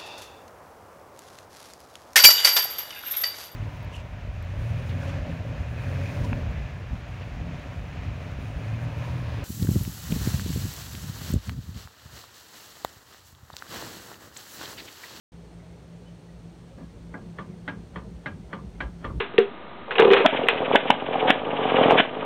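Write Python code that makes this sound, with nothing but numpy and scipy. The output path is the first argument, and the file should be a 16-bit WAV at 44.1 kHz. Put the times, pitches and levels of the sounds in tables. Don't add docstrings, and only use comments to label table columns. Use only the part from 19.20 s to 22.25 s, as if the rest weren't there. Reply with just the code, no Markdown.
import sys
import numpy as np
from scipy import signal
from scipy.fft import rfft, irfft
from scipy.io import wavfile

SR = 44100
rng = np.random.default_rng(int(sys.argv[2]) if len(sys.argv) > 2 else 0)


def master(y):
    cut = np.clip(np.atleast_2d(y).T, -1, 1)
    pcm = np.round(cut * 32767)
    wavfile.write(sys.argv[1], SR, pcm.astype(np.int16))


N = 134505

# f/Hz, level/dB, T60/s
CART_MODES = [(227, -15, 0.34), (401.3, -9.5, 0.24), (450, -2, 0.05), (468, -6.5, 0.082), (726, -8, 0.23),
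              (1100, -24.5, 0.22), (1443, -27, .12), (1536, -28, .2)]
# f/Hz, width/Hz, level/dB
LEVER_RESONANCES = [(1020, 207, -5.5), (1659, 460, -2.5), (2212, 450, -8.5), (2513, 67, 1),
                    (2843, 280, -11.5), (3414, 158, -4.5), (3426, 203, -21.5)]
# f/Hz, width/Hz, level/dB
CASE_RESONANCES = [(434.6, 45, 3.5), (529, 52.5, 2), (730.5, 106, -1), (933, 135, -3.5), (1177, 156, -7)]
# t/s, bang level/dB, bang f/Hz, build-up/s, crack level/dB, hiss level before/dB, turns coasted after
FIRINGS = [(1.061, -8.5, 672, 0.0099, -6, -31.5, 7), (1.557, -8.5, 593, 0.0065, -6.5, -27, 2),
           (1.704, -5.5, 860, 0.0013, -8.5, -36, 6), (2.104, -8, 750, 0.0023, -5.5, -16, 11),
           (2.802, -9, 754, 0.0021, -9, -12, 11)]
# f/Hz, width/Hz, level/dB
PIPE_RESONANCES = [(130, 64, -4.5), (261, 37.5, 2), (610, 135, 3), (963, 220, 5.5), (1700, 900, -17.5)]
# f/Hz, width/Hz, level/dB
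FIN_RESONANCES = [(1528, 400, -1), (2417, 500, -1), (2940, 394, 0), (3426, 450, -4)]
# t/s, puffs and rattle level/dB, hiss level/dB
COAST_LEVELS = [(1.06, -36, -42), (1.115, -53, -36), (1.13, -22, -28.5), (1.27, -29, -41), (1.33, -27, -38),
                (1.38, -27, -37), (1.48, -27, -37), (1.545, -20.5, -32.5), (1.58, -33.5, -39.5),
                (1.69, -25.5, -35.5), (1.74, -36, -42), (1.85, -29, -42), (1.96, -24.5, -35.5),
                (2.0, -25.5, -33.5), (2.09, -16.5, -41), (2.13, -30.5, -39), (2.22, -29.5, -45),
                (2.45, -22.5, -33.5), (2.62, -16, -27.5), (2.72, -17, -28), (2.79, -17, -33.5),
                (2.83, -36, -35), (2.91, -31.5, -48), (3.05, -28.5, -40.5)]


def amp(db):
    return 10 ** (np.asarray(db) / 20)


def evened(x):
    return x / np.sqrt(np.mean(x ** 2) + 1e-20)


def add(mix, s, sound):
    part = mix[max(round(s * SR), 0):][:len(sound)]
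    part += sound[:len(part)]


def curve(table, order):
    rows = np.array(table)
    return amp(np.interp(np.arange(N) / SR, rows[:, 0], rows[:, order], left=-99, right=-99))


def resonate(x, table):
    out = np.zeros(len(x))
    for k, (hz, width, db) in enumerate(table):
        pole = np.exp((2j * np.pi * hz - np.pi * width) / SR)
        mode = signal.lfilter([1 - abs(pole)], [1, -pole], x).real
        out += (-1) ** k * amp(db) * mode
    return out


def ring(x, modes):
    t = np.arange(SR // 2) / SR
    tap = sum(amp(db - 60 * t / t60) * np.sin(2 * np.pi * hz * t) for hz, db, t60 in modes)
    return signal.oaconvolve(x, tap)[:N]


def clicks(per_s, spread_db):
    size = amp(spread_db * np.minimum(rng.exponential(1, N), 4)) * rng.choice([-1, 1], N)
    return size * (rng.random(N) < per_s / SR)


def blip(hz, length_s):
    t = np.arange(-.005, .005, 1 / SR)
    return np.sin(2 * np.pi * hz * t) * np.exp(-(t / length_s) ** 2)


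def air():
    # f/Hz, spectral level/dB
    air_spectrum = [(30, -25.5), (66, 8.5), (115, -10.5), (200, -7), (800, -13), (1400, -18), (4100, -27)]
    # f/Hz, rms level/dB
    hum_tones = [(958.2, -57), (1200, -53), (1260, -56.5)]
    hz = np.fft.rfftfreq(N, 1 / SR)
    f, db = np.transpose(air_spectrum)
    gain = amp(np.interp(np.log(hz + 1), np.log(f), db))
    noise = irfft(rfft(rng.standard_normal(N)) * gain, N)
    t = np.arange(N) / SR
    hum = sum(amp(db) * np.sqrt(2) * np.sin(2 * np.pi * f * t) for f, db in hum_tones)
    return amp(-37.5) * evened(noise) + hum


def lever_knocks():
    # t/s, thud level/dB, clack level/dB, rattle level/dB
    knocks = [(.001, -18.5, -20, -21), (.138, -28, -34.5, -42), (.181, -1.5, -3.5, -22.5),
              (0.698, -39.5, -48, -47), (0.708, -29, -20.5, -25.5), (0.755, -25.5, -20.5, -27.5),
              (.783, -25, -8, -21), (.793, -2.5, -15, -18), (0.822, -2.5, -9.5, -38.5),
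              (0.849, -4.5, -11.5, -41), (0.877, -9, -23.5, -34), (0.903, -7, -15, -26),
              (0.913, -7, -13, -28.5), (0.924, -13.5, -32, -27), (0.934, -14, -2, -18.5),
              (0.966, -18, -12, -20), (0.999, -13.5, -44.5, -26.5), (1.232, -15.5, -36, -55),
              (1.265, -38, -45, -28), (1.286, -16, 1, -18), (1.532, -13, -25, -34)]
    thud_lag_s, push_decay_s, clack_decay_s, rattle_decay_s = 0.00313, 0.0032, 0.0026, 0.032
    thud, strength, snap = np.zeros(N), np.zeros(N), np.zeros(N)
    t = np.arange(6000) / SR
    push = np.sin(2 * np.pi * 430 * t) * np.exp(-t / push_decay_s)
    for s, thud_db, clack_db, rattle_db in knocks:
        add(thud, s + thud_lag_s, amp(thud_db - 36) * push)
        clack = amp(clack_db + 11.5) * np.exp(-t / clack_decay_s)
        rattle = amp(rattle_db + 17) * np.exp(-t / rattle_decay_s)
        add(strength, s, clack + rattle)
        add(snap, s - .0045, amp(clack_db - 2) * blip(hz=2700, length_s=.0004))
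    grit = strength * (rng.standard_normal(N) + 1.81 * clicks(per_s=1500, spread_db=3.5))
    return ring(thud, CART_MODES) + resonate(grit, LEVER_RESONANCES) + amp(-21.5) * grit + snap


def gear_chatter():
    # t/s, chatter level/dB, cart ringing level/dB
    push_levels = [(.68, -38.5, -43), (.76, -39, -54), (.79, -20, -28.5), (.87, -22.5, -20),
                   (.95, -23.5, -19.5), (1.03, -30.5, -25.5), (1.045, -32, -42)]
    chatter = clicks(per_s=500, spread_db=1.4)
    in_lever = amp(-18) * evened(resonate(chatter, LEVER_RESONANCES))
    in_case = amp(2.5) * evened(resonate(chatter, CASE_RESONANCES))
    drone = evened(ring(chatter, CART_MODES[1:2]))
    return curve(push_levels, order=1) * (in_lever + in_case) + curve(push_levels, order=2) * drone


def firings():
    bang_fall_s, glide_hz_per_s, thump_hz, thump_s = 0.0018, 6000, 249.5, 0.0042
    crack_decay_s, tail_decay_s, stroke_s = .0045, 0.035, 0.028
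    boom, crack = np.zeros(N), np.zeros(N)
    t = np.arange(-2600, 5000) / SR
    before, after = np.minimum(t, 0), np.maximum(t, 0)
    for s, bang_db, hz, rise_s, crack_db, stroke_db, _ in FIRINGS:
        pipe_noise, crack_noise = rng.standard_normal((2, len(t)))
        swing = np.sin(2 * np.pi * (hz + glide_hz_per_s * t / 2) * t)
        swing = swing + 0.75 * evened(resonate(pipe_noise, PIPE_RESONANCES))
        swell = np.exp(-(before / rise_s) ** 2 / 2 - after / bang_fall_s)
        thump = amp(-4) * np.cos(2 * np.pi * thump_hz * t) * np.exp(-(t / thump_s) ** 2)
        add(boom, s + t[0], amp(bang_db) * (swing * swell + thump))
        snap = (t > 0) * (np.exp(-after / crack_decay_s) + amp(-16.5) * np.exp(-after / tail_decay_s))
        stroke = (t <= 0) * np.exp(-(before / stroke_s) ** 4)
        strength = amp(crack_db + 15) * snap + amp(stroke_db + 14.5) * stroke
        add(crack, s + t[0], crack_noise * strength)
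    return boom + resonate(crack, FIN_RESONANCES)


def turns():
    slowing = [.11, .04, .17, .175, .175]
    times = [row[0] for row in FIRINGS]
    ends = times[1:] + [times[-1] + .699]
    turn_counts = [round(row[6]) for row in FIRINGS]
    at, count = [], []
    for s, end, slow, n in zip(times, ends, slowing, turn_counts):
        q = np.arange(0, n, 1 / 8) / n
        at += list(s + (end - s) * (q + slow * q * (q - 1)))
        start = count[-1] + 1 / 8 if count else 0
        count += list(start + q * n)
    return np.interp(np.arange(N) / SR, at, count)


def puffs_and_rattle(u):
    # share of a turn, level/dB
    puff_angles = [(0, 3), (.35, 1), (0.702, -5.5)]
    puffs, near = np.zeros(N), np.zeros(N)
    for share, db in puff_angles:
        hit = np.diff(np.floor(u - share), prepend=np.floor(-share)) > 0
        puffs += hit * amp(db + 1.5 * rng.standard_normal(N))
        near += amp(db) * np.exp(4 * (np.cos(2 * np.pi * (u - share)) - 1))
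    low = resonate(np.convolve(puffs, np.hanning(70), "same"), PIPE_RESONANCES[:3])
    impacts = clicks(per_s=800, spread_db=2.2) * (1.4 + near) + 0.99 * puffs
    rattle = resonate(impacts, CASE_RESONANCES)
    body = amp(-6) * evened(low) + amp(-2) * evened(rattle)
    return curve(COAST_LEVELS, order=1) * body


def coasting_hiss(u):
    # f/Hz, width/Hz, level/dB
    port_resonances = [(2250, 400, -5), (2982, 435, -4)]
    share = np.clip((u - 0.5) % 1 / 0.44, 0, 1)
    gust = np.sin(np.pi * share ** 0.79) ** 2
    rasp = (rng.standard_normal(N) + 4.7 * clicks(per_s=900, spread_db=1.4)) * gust
    rasp = resonate(resonate(rasp, port_resonances), port_resonances)
    bed = (rng.standard_normal(N) + 1.8 * clicks(per_s=600, spread_db=2.)) * (1 + 1.2 * gust)
    hiss = evened(rasp) + 2.27 * evened(resonate(bed, FIN_RESONANCES))
    return curve(COAST_LEVELS, order=2) * evened(hiss)


def rattle_ticks():
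    # t/s, level/dB
    tick_times = [(1.421, -14), (1.515, -7), (1.944, -14), (1.958, -9.5), (2.084, -14), (2.638, -8),
                  (2.709, -1.5), (2.722, -2), (2.852, -16)]
    ticks = np.zeros(N)
    for s, db in tick_times:
        add(ticks, s - .005, amp(db) * blip(hz=736, length_s=0.00082))
    return ticks + amp(1.5) * resonate(ticks, CASE_RESONANCES)


def room(x):
    t60_s, first_reflection_s = 0.24, .006
    t = np.arange(SR // 2) / SR
    reflections = rng.choice([-1., 1.], len(t)) * (rng.random(len(t)) < .05)
    taps = reflections * (t > first_reflection_s) * amp(-60 * t / t60_s)
    return amp(-13.5) * signal.oaconvolve(x, taps / np.linalg.norm(taps))[:N]


def scene():
    u = turns()
    coasting = puffs_and_rattle(u) + coasting_hiss(u) + rattle_ticks()
    near = lever_knocks() + gear_chatter() + firings() + coasting
    return (near + room(near) + air())[None]


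def record(dry):
    low_cut_hz, band_hz, edge_hz, clip_at, offset = 180, 4020, 16000, .72, -.0054
    thin = signal.sosfilt(signal.butter(2, low_cut_hz, "high", fs=SR, output="sos"), dry)
    band = signal.firwin(201, band_hz, window=("kaiser", 10), fs=SR)
    narrow = signal.oaconvolve(thin, band[None], "same")
    clipped = np.clip(narrow, -clip_at, clip_at) + offset
    edge = signal.firwin(255, edge_hz, window=("kaiser", 9), fs=SR)
    return signal.oaconvolve(clipped, edge[None], "same")


dry = scene()
out = record(dry)
master(out)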